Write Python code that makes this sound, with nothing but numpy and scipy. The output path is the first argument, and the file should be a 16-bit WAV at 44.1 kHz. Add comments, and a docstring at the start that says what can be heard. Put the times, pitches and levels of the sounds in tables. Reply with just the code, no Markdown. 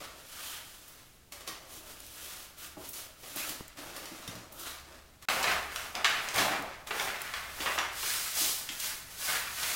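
"""Decorating work in two bare rooms, each with a low rumble and hum, heard in mono.
First a scraper slides under wallpaper: the blade hisses, rasps and clinks, the paper crackles off
and the wall knocks. A few dry ticks sound close by.
Then, after about five seconds, stiff covering paper is bent, snapped and smoothed along the floor
by hand in a livelier room, with more knocks and ticks."""
import sys
import numpy as np
from scipy import signal
from scipy.fft import rfft, irfft
from scipy.io import wavfile
from scipy.ndimage import uniform_filter1d

SR = 44100
rng = np.random.default_rng(int(sys.argv[2]) if len(sys.argv) > 2 else 0)


def persist_wave(psi):
    """Save psi, clipped to +-1, as 16-bit WAV."""
    counts = np.round(np.clip(psi, -1, 1) * 32767).astype(np.int16)
    wavfile.write(sys.argv[1], SR, np.atleast_2d(counts).T)


N = 429975
T = np.arange(N) / SR

# the tone of a quiet house, mostly bass: pitch_hz, level_db
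AIR_TONE = [(20, 1), (50, -0.5), (70, -2.5), (95, -2.5), (130, -4), (200, -10), (400, -12.5), (1000, -19.5),
            (3000, -22), (15500, -26)]


def undb(db):
    """Turn decibels into a number to multiply by."""
    return 10 ** (np.asarray(db) / 20)


def unit(x):
    """Scale a sound to an average (rms) level of 1."""
    return x / np.sqrt(np.mean(x ** 2))


def fade(t, ring_s):
    """A smooth fade that falls 60 dB in ring_s seconds."""
    return np.exp(-np.log(1000) * t / ring_s)


def add(out, start_s, sound, level_db):
    """Mix in a short sound, with its loudest 3 ms at level_db."""
    loudest = np.sqrt(uniform_filter1d(sound ** 2, size=132).max())
    first = int(start_s * SR)
    out[first:first + len(sound)] += (sound * undb(level_db) / loudest)[:N - first]


def colour(x, tone, tilt_db=0):
    """Filter a sound through (pitch_hz, level_db) points, brighter by tilt_db each octave."""
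    size = 4096
    hz, db = np.transpose(tone)
    octave = np.log2(np.maximum(np.fft.rfftfreq(size, 1 / SR), 1))
    curve_db = np.interp(octave, np.log2(hz), db + tilt_db * np.log2(hz / hz[0]))
    cepstrum = irfft(np.log(undb(curve_db)))
    # make the filter ring only after a click, never before it
    cepstrum[1:size // 2] *= 2
    cepstrum[size // 2 + 1:] = 0
    return signal.fftconvolve(x, irfft(np.exp(rfft(cepstrum))))[:len(x)]


def wander(per_s):
    """A value that glides to a new random level per_s times a second."""
    step = int(SR / per_s)
    levels = np.repeat(rng.standard_normal(N // step + 1), step)
    return unit(uniform_filter1d(levels, step)[:N])


def slips(n, per_s, spread_db):
    """Surfaces stick and slip in tiny random clicks, most weak and a few strong."""
    strength = np.minimum(rng.exponential(size=n), 5)
    happens = rng.random(n) < per_s / SR
    return happens * rng.choice([-1, 1], n) * undb(spread_db * strength)


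def room(ring_s, treble_ring_s, echo_db):
    """A room's answer to a click: the direct sound, then echoes that thicken into a fading tail."""
    t = T[:SR * 3 // 4]
    echoes = rng.standard_normal(len(t)) * (t > .002)
    density = np.clip(t / .03, .05, 1)
    echoes *= (rng.random(len(t)) < density) / np.sqrt(density)
    spectrum = rfft(echoes)
    octave = np.log2(np.maximum(np.fft.rfftfreq(len(t), 1 / SR), 1))
    bands = np.log2([1500, 3000, 6000, 12000])
    tail = 0
    for weights, band_ring_s in zip(np.eye(len(bands)), np.geomspace(ring_s, treble_ring_s, len(bands))):
        band = irfft(spectrum * np.interp(octave, bands, weights), len(t))
        tail = tail + band * fade(t, band_ring_s)
    response = tail * undb(echo_db) / np.linalg.norm(tail)
    response[0] += 1
    return response


def effort(strokes, sag_db_per_s, release_db_per_s):
    """One loudness curve per layer: each stroke swells, sags as the hand eases off, then dies away."""
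    power = np.zeros((len(release_db_per_s), N))
    for start_s, rise_s, hold_s, *levels_db in strokes:
        first = int(start_s * SR)
        t = T[:min(SR, N - first)]
        swell = np.minimum(t / rise_s, 1) * undb(-sag_db_per_s * np.clip(t - rise_s, 0, hold_s))
        after_s = np.maximum(t - rise_s - hold_s, 0)
        for layer, level_db, release in zip(power, levels_db, release_db_per_s):
            layer[first:first + len(t)] += (swell * undb(level_db - release * after_s)) ** 2
    return np.sqrt(power)


def friction(space, tone, per_s, spread_db, shake_db, shake_per_s):
    """A stream of slips, louder and softer as the hand shakes; the echoes change as it travels."""
    clicks = slips(N, per_s, spread_db) * undb(shake_db * wander(shake_per_s))
    clicks = colour(clicks, tone)
    spots, place = 4, T / .035  # blend into the next spot's echoes every 35 ms
    heard = 0
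    for spot in range(spots):
        nearness = np.maximum(1 - abs((place - spot + 1) % spots - 1), 0)
        heard = heard + signal.oaconvolve(clicks * np.sqrt(nearness), room(**space))[:N]
    return unit(heard)


def cracks(events, tone, space, per_s, spread_db):
    """Each crack is a quick, dying burst of slips that rings on in the room."""
    out, t = np.zeros(N), T[:SR // 4]
    for start_s, level_db, fade_s, tilt_db in events:
        burst = slips(len(t), per_s, spread_db) * np.exp(-t / fade_s)
        burst = colour(burst, tone, tilt_db)
        add(out, start_s, signal.fftconvolve(burst, room(**space)), level_db)
    return out


def wall_scraping():
    """The blade slides on plaster, the wallpaper crackles loose and the wall rumbles under the push."""
    # pushes of the scraper: start_s, rise_s, hold_s, hiss_db, crackle_db, rumble_db
    pushes = [(0.0, 0.0037, 0.022, -49.5, -45.5, -56), (0.114, 0.072, 0.147, -54, -71, -61.5),
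              (0.223, 0.23, 0.11, -43.0, -46.5, -60), (0.548, 0.13, 0.16, -53, -61, -67.5),
              (0.797, 0.091, 0.096, -56, -57.5, -68), (0.988, 0.037, 0.15, -63.0, -72.5, -76),
              (1.312, 0.011, 0.111, -57, -54, -60), (1.463, 0.009, 0.025, -49.5, -49, -53.5),
              (1.578, 0.066, 0.27, -61, -68, -57.5), (1.66, 0.078, 0.052, -47.5, -56, -58.0),
              (1.815, 0.087, 0.017, -48.5, -53.5, -59), (1.938, 0.092, 0.109, -50, -67, -65.0),
              (2.058, 0.18, 0.2, -45.5, -50.5, -60), (2.559, 0.066, 0.031, -45.5, -51.5, -63.5),
              (2.754, 0.035, 0.022, -56, -63.5, -50.5), (2.777, 0.086, 0.014, -46, -56, -59),
              (2.923, 0.045, 0.035, -42, -51, -59.5), (3.156, 0.14, 0.098, -46, -53.5, -58),
              (3.348, 0.025, 0.06, -38.5, -42.5, -50.5), (3.449, 0.031, 0.024, -41, -48, -53.0),
              (3.755, 0.036, 0.12, -50.5, -49, -50.5), (3.927, 0.026, 0.29, -51, -48, -52.5),
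              (4.222, 0.086, 0.058, -60, -49, -51.5), (4.505, 0.02, 0.08, -56.5, -63.0, -55),
              (4.549, 0.056, 0.11, -45.5, -61, -61), (4.641, 0.027, 0.009, -48.5, -43, -60),
              (4.824, 0.088, 0.068, -67, -56, -57.5), (5.211, 0.013, 0.024, -61.5, -57, -74.0)]
    # the blade catches and a strip lets go: start_s, level_db, fade_s, tilt_db_per_octave
    catches = [(0.005, -46, 0.045, -6.5), (0.88, -47, 0.0071, 9), (1.3215, -40, 0.011, 0),
               (1.407, -44.5, 0.0061, -3), (1.4755, -35, 0.0089, -3), (1.990, -58, 0.0067, 9),
               (2.5816, -45, .02, 12), (2.769, -59, 0.011, -10), (2.8889, -34, .004, 12),
               (2.9328, -40, 0.022, 2.5), (3.2327, -47.5, 0.017, -5.5), (3.3605, -31, 0.0043, 9),
               (3.4931, -32.5, 0.005, 2), (3.7714, -47.5, 0.013, -2.5), (3.963, -39.5, 0.0065, 0),
               (4.056, -40, 0.0056, -3.5), (4.2773, -37.5, 0.0037, -1.5), (4.353, -44, 0.0031, -1.5),
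               (4.5237, -42, .003, 11), (4.5956, -38, 0.018, 5), (5.2245, -46, 0.0082, -1.5)]
    # tones of the blade, wallpaper, wall and loosened strip: pitch_hz, level_db
    blade_tone = [(400, -21), (1500, -13), (3000, 1), (4500, -1.5), (6000, -0.5), (8000, -1.5),
                  (11000, -0.5), (15500, -3)]
    paper_tone = [(300, -16.5), (700, -1.5), (1000, -1.5), (1300, 3), (1600, 2), (2000, -0.5), (3000, -2),
                  (4500, -3.5), (8000, -9.5), (15500, -18)]
    wall_tone = [(100, -9.5), (210, -6), (300, 5), (370, 2), (460, -1.5), (600, 2.5), (800, -2.5),
                 (1300, -6.5), (4000, -39)]
    strip_tone = [(200, -23.5), (600, -2), (950, -12), (1180, 6.5), (1500, -16), (1900, 4.5), (2400, 1.5),
                  (3200, 2.5), (6000, 2.5), (10000, 0), (15500, -2)]
    space = dict(ring_s=0.62, treble_ring_s=0.41, echo_db=1)
    slide, peel, press = effort(pushes, sag_db_per_s=11.5, release_db_per_s=(138, 62, 62))
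    hiss = friction(space, blade_tone, per_s=12000, spread_db=2, shake_db=0.9, shake_per_s=70)
    crackle = friction(space, paper_tone, per_s=2500, spread_db=2, shake_db=1.5, shake_per_s=50)
    rumble = friction(space, wall_tone, per_s=700, spread_db=1.5, shake_db=0.5, shake_per_s=42)
    rips = cracks(catches, strip_tone, space, per_s=12000, spread_db=4)
    return slide * hiss + peel * crackle + press * rumble + rips


def still_air(air_db, hum_db):
    """The house rumbles softly, with a low, wavering hum."""
    hum = np.sin(2 * np.pi * 69.4 * T + 1.3 * wander(2.9)) * undb(4.4 * wander(2.6))
    rumble = colour(rng.standard_normal(N), AIR_TONE)
    return undb(air_db) * unit(rumble) + undb(hum_db) * unit(hum)


def blade_rasps():
    """Slips make the pressed blade chatter at one pitch, in a rasp that swells and fades."""
    # rasps in mid-stroke: peak_s, half_length_s, pitch_hz, width_hz, level_db
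    rasps = [(0.51, 0.14, 3150, 264.6, -51), (3.416, 0.051, 2540, 300, -44), (4.67, 0.1, 1300, 160, -51.5),
             (4.682, 0.077, 3850, 300, -52)]
    out, t = np.zeros(N), T[:SR // 2]
    for peak_s, half_length_s, pitch_hz, width_hz, level_db in rasps:
        ring = np.sin(2 * np.pi * pitch_hz * t) * np.exp(-np.pi * width_hz * t)
        chatter = signal.oaconvolve(slips(N, per_s=4000, spread_db=3.5), ring)[:N]
        swell = np.exp(-((T - peak_s) / half_length_s) ** 2)
        out += unit(chatter) * undb(level_db) * swell
    return out


def blade_clinks():
    """The steel blade hits the wall and rings; where it is struck decides which notes stand out."""
    # hits of the blade: start_s, level_db, favoured_pitch_hz
    hits = [(1.3225, -61, 4000), (1.477, -48, 2000), (4.2775, -39.5, 4400)]
    # the blade's own notes: pitch_hz, level_db, ring_s
    blade_notes = [(1250, -11, 0.27), (1880, -4, 0.36), (2270, -16, 0.35), (3160, -8, .2), (3670, 7, 0.071),
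                   (5490, 1, 0.082), (6842, -12, .18)]
    out, t = np.zeros(N), T[:SR // 2]
    for start_s, level_db, favoured_hz in hits:
        ring = 0
        for pitch_hz, note_db, ring_s in blade_notes:
            octaves_away = abs(np.log2(pitch_hz / favoured_hz))
            ring += undb(note_db - 10 * octaves_away) * np.sin(2 * np.pi * pitch_hz * t) * fade(t, ring_s)
        echoes = room(ring_s=0.1, treble_ring_s=0.13, echo_db=-8)
        add(out, start_s, signal.fftconvolve(ring, echoes), level_db)
    return out


def knocks():
    """Blows ring the boards; longer contact sounds duller, and a resting hand shortens the ring."""
    # blows on the wall and floor: start_s, level_db, contact_s, ring_multiplier
    blows = [(1.477, -50, 0.00089, 3.9), (2.768, -44, 0.0005, 2), (3.359, -40.5, 0.00066, 0.65),
             (3.495, -43, 0.0018, 0.73), (3.607, -35.5, 0.0011, 0.054), (3.781, -44.5, 0.0009, 1.3),
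             (4.111, -43, 0.0025, 1.4), (4.278, -41.5, 0.0059, 0.96), (4.345, -44, 0.0056, 2.3),
             (5.939, -59, 0.0017, 1), (6.352, -42, 0.0062, 1.3), (6.392, -36, 0.0048, 2.2),
             (6.501, -37.5, 0.0022, 2.2), (6.59, -42, 0.0022, 1.3), (7.598, -42.5, 0.0012, 1.7),
             (8.41, -43, 0.0015, 2.7), (8.691, -47.5, 0.0024, 1.9)]
    # the boards' own notes: pitch_hz, level_db, ring_s (before the multiplier)
    board_notes = [(114, -3.5, 0.18), (177.6, 1, 0.13), (217, -4, 0.29), (271, 6, 0.13), (303.3, 13, 0.11),
                   (369, 4, 0.21), (420, -22, .12), (556, -5, 0.115), (634, 5.5, 0.11), (777, 5.5, 0.11),
                   (1205, 3, 0.086)]
    out, t = np.zeros(N), T[:SR // 2]
    for start_s, level_db, contact_s, ring_multiplier in blows:
        detune = 1 + 0.04 * rng.standard_normal(len(board_notes))
        ring = 0
        for k, (pitch_hz, note_db, ring_s) in enumerate(board_notes):
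            note = (-1) ** k * np.sin(2 * np.pi * pitch_hz * detune[k] * t)
            ring += undb(note_db) * note * fade(t, ring_s * ring_multiplier)
        push = np.hanning(int(contact_s * SR) + 2)
        add(out, start_s, np.convolve(ring, push), level_db)
    return out


def ticks():
    """Bright, very short clicks, so close that they have little echo."""
    # small dry ticks: start_s, level_db
    clicks = [(2.003, -37), (2.0658, -41), (3.6807, -40), (6.0975, -38), (6.624, -39), (7.2176, -27)]
    # their tone: pitch_hz, level_db
    tick_tone = [(500, -29), (3000, -3), (6000, -3), (8500, 3), (11000, -3), (14000, 3)]
    out, t = np.zeros(N), T[:SR // 4]
    for start_s, level_db in clicks:
        click = colour(rng.standard_normal(len(t)) * np.exp(-t / 0.0018), tick_tone)
        echoes = room(ring_s=0.23, treble_ring_s=0.14, echo_db=-13)
        add(out, start_s, signal.fftconvolve(click, echoes), level_db)
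    return out


def floor_paper():
    """Palms slide over the sheet; it crackles as it bends, flaps on the floor and buckles with a snap."""
    # sweeps and bends of the paper: start_s, rise_s, hold_s, hiss_db, crackle_db, flap_db
    sweeps = [(5.278, 0.011, 0.12, -38, -34, -34.5), (5.424, 0.069, 0.033, -40.5, -31.0, -36.5),
              (5.686, 0.07, 0.093, -45, -45, -49), (5.94, 0.015, 0.02, -52, -38, -40),
              (6.039, 0.018, 0.095, -45, -32, -46.5), (6.166, 0.068, 0.076, -46.5, -48, -47),
              (6.32, 0.069, 0.018, -34, -32, -33), (6.412, 0.044, 0.1, -59, -39, -38),
              (6.864, 0.0091, 0.074, -48, -46, -50.5), (6.895, 0.12, 0.028, -38.5, -33.5, -39.5),
              (7.177, 0.036, 0.18, -47.5, -46, -64), (7.309, 0.058, 0.098, -51.5, -42, -54.5),
              (7.427, 0.14, 0.066, -46.5, -54, -62), (7.556, 0.077, 0.126, -40.5, -45, -43.0),
              (7.642, 0.029, 0.009, -54, -36.5, -44), (7.77, 0.009, 0.011, -57.0, -37.5, -50),
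              (7.904, 0.2, 0.055, -31.5, -38, -60.5), (8.14, 0.099, 0.15, -36.5, -52, -72),
              (8.331, 0.061, 0.11, -28, -40.5, -47), (8.692, 0.032, 0.047, -42.5, -55, -55.5),
              (8.766, 0.089, 0.006, -33.5, -41.5, -59), (9.046, 0.075, 0.067, -47.5, -54.0, -60),
              (9.157, 0.1, 0.027, -33.5, -43.5, -54), (9.264, 0.04, 0.078, -35, -34.5, -49.0),
              (9.46, 0.22, 0.1, -33.5, -39.5, -50)]
    # the stiff sheet buckles: start_s, level_db, fade_s, tilt_db_per_octave
    buckles = [(5.2864, -22, 0.0024, 1), (5.299, -28, 0.0098, 0.5), (5.428, -29.5, 0.0067, 11.5),
               (5.4416, -23, 0.0035, -2.5), (5.7603, -27.5, 0.0022, 6.5), (5.9524, -28, 0.0018, 7),
               (6.0452, -18, 0.0033, 3.5), (6.0525, -20, 0.0092, 0.5), (6.2866, -30.5, 0.0033, 9),
               (6.3425, -31.5, 0.0035, 13), (6.360, -28.5, 0.0034, 15), (6.3799, -27.5, 0.039, 5),
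               (6.8718, -39, 0.0055, 11.5), (6.9077, -29, 0.0081, -4), (6.998, -26, 0.0017, -2),
               (7.3378, -30.5, 0.0042, 2), (7.6046, -32.5, 0.016, 2), (7.6595, -28, 0.018, -4),
               (7.779, -25.5, 0.0069, -4.5), (7.7872, -24, 0.0016, 3.5), (8.0292, -35, .01, -2),
               (8.6897, -31, 0.0097, 4.5), (8.7994, -33, 0.011, 14.5), (9.63, -32, 0.013, 5)]
    # tones of the palms and of the sheet bending, flapping and snapping: pitch_hz, level_db
    palm_tone = [(400, -17), (1500, -16), (3000, -0.5), (4200, 1), (6000, 1), (8000, 0), (11000, -0.5),
                 (15500, -3)]
    bend_tone = [(300, -14), (650, -7), (850, -5), (1100, -1), (1600, 2.5), (2200, 1.5), (3100, -4.5),
                 (4500, -9.5), (7000, -17), (15500, -34)]
    flap_tone = [(60, -36), (110, -15.5), (170, -10), (260, -10), (380, -4), (480, -2.5), (680, 2.5),
                 (850, 1.5), (1300, -1.5), (4000, -55)]
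    snap_tone = [(90, -45), (200, -27), (400, -13), (620, -13), (800, -7), (1200, 0.5), (1700, 0),
                 (3000, -1), (4500, -8.5), (7000, -16.5), (11000, -31.5), (15500, -39)]
    # hard walls and tiles make the echoes stronger than the direct sound
    rub_room = dict(ring_s=0.7, treble_ring_s=0.42, echo_db=2)
    snap_room = dict(ring_s=0.76, treble_ring_s=0.4, echo_db=0.5)
    slide, bend, flap = effort(sweeps, sag_db_per_s=15, release_db_per_s=(85, 63.3, 62.5))
    hiss = friction(rub_room, palm_tone, per_s=22000, spread_db=1.8, shake_db=0.4, shake_per_s=90)
    crackle = friction(rub_room, bend_tone, per_s=1800, spread_db=2, shake_db=3, shake_per_s=45)
    flapping = friction(rub_room, flap_tone, per_s=700, spread_db=2, shake_db=1, shake_per_s=27)
    snaps = cracks(buckles, snap_tone, snap_room, per_s=20000, spread_db=2.3)
    return slide * hiss + bend * crackle + flap * flapping + snaps


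def scene():
    """One room after the other, with a moment of near silence between; both channels alike."""
    wall_end_s, floor_start_s = 5.254, 5.285
    first_room = wall_scraping() + blade_rasps() + blade_clinks() + still_air(air_db=-59.5, hum_db=-66.5)
    second_room = floor_paper() + still_air(air_db=-56.5, hum_db=-64.5)
    rooms = first_room * (T < wall_end_s) + second_room * (T > floor_start_s)
    faint_noise = undb(-77) * unit(colour(rng.standard_normal(N), AIR_TONE))
    mono = rooms + knocks() + ticks() + faint_noise
    return np.array([mono, mono])


def record(dry):
    """A steep filter cuts off the highest treble."""
    top_hz = 15850
    return signal.sosfilt(signal.ellip(10, .2, 80, top_hz, fs=SR, output="sos"), dry)


dry = scene()
out = record(dry)
persist_wave(out)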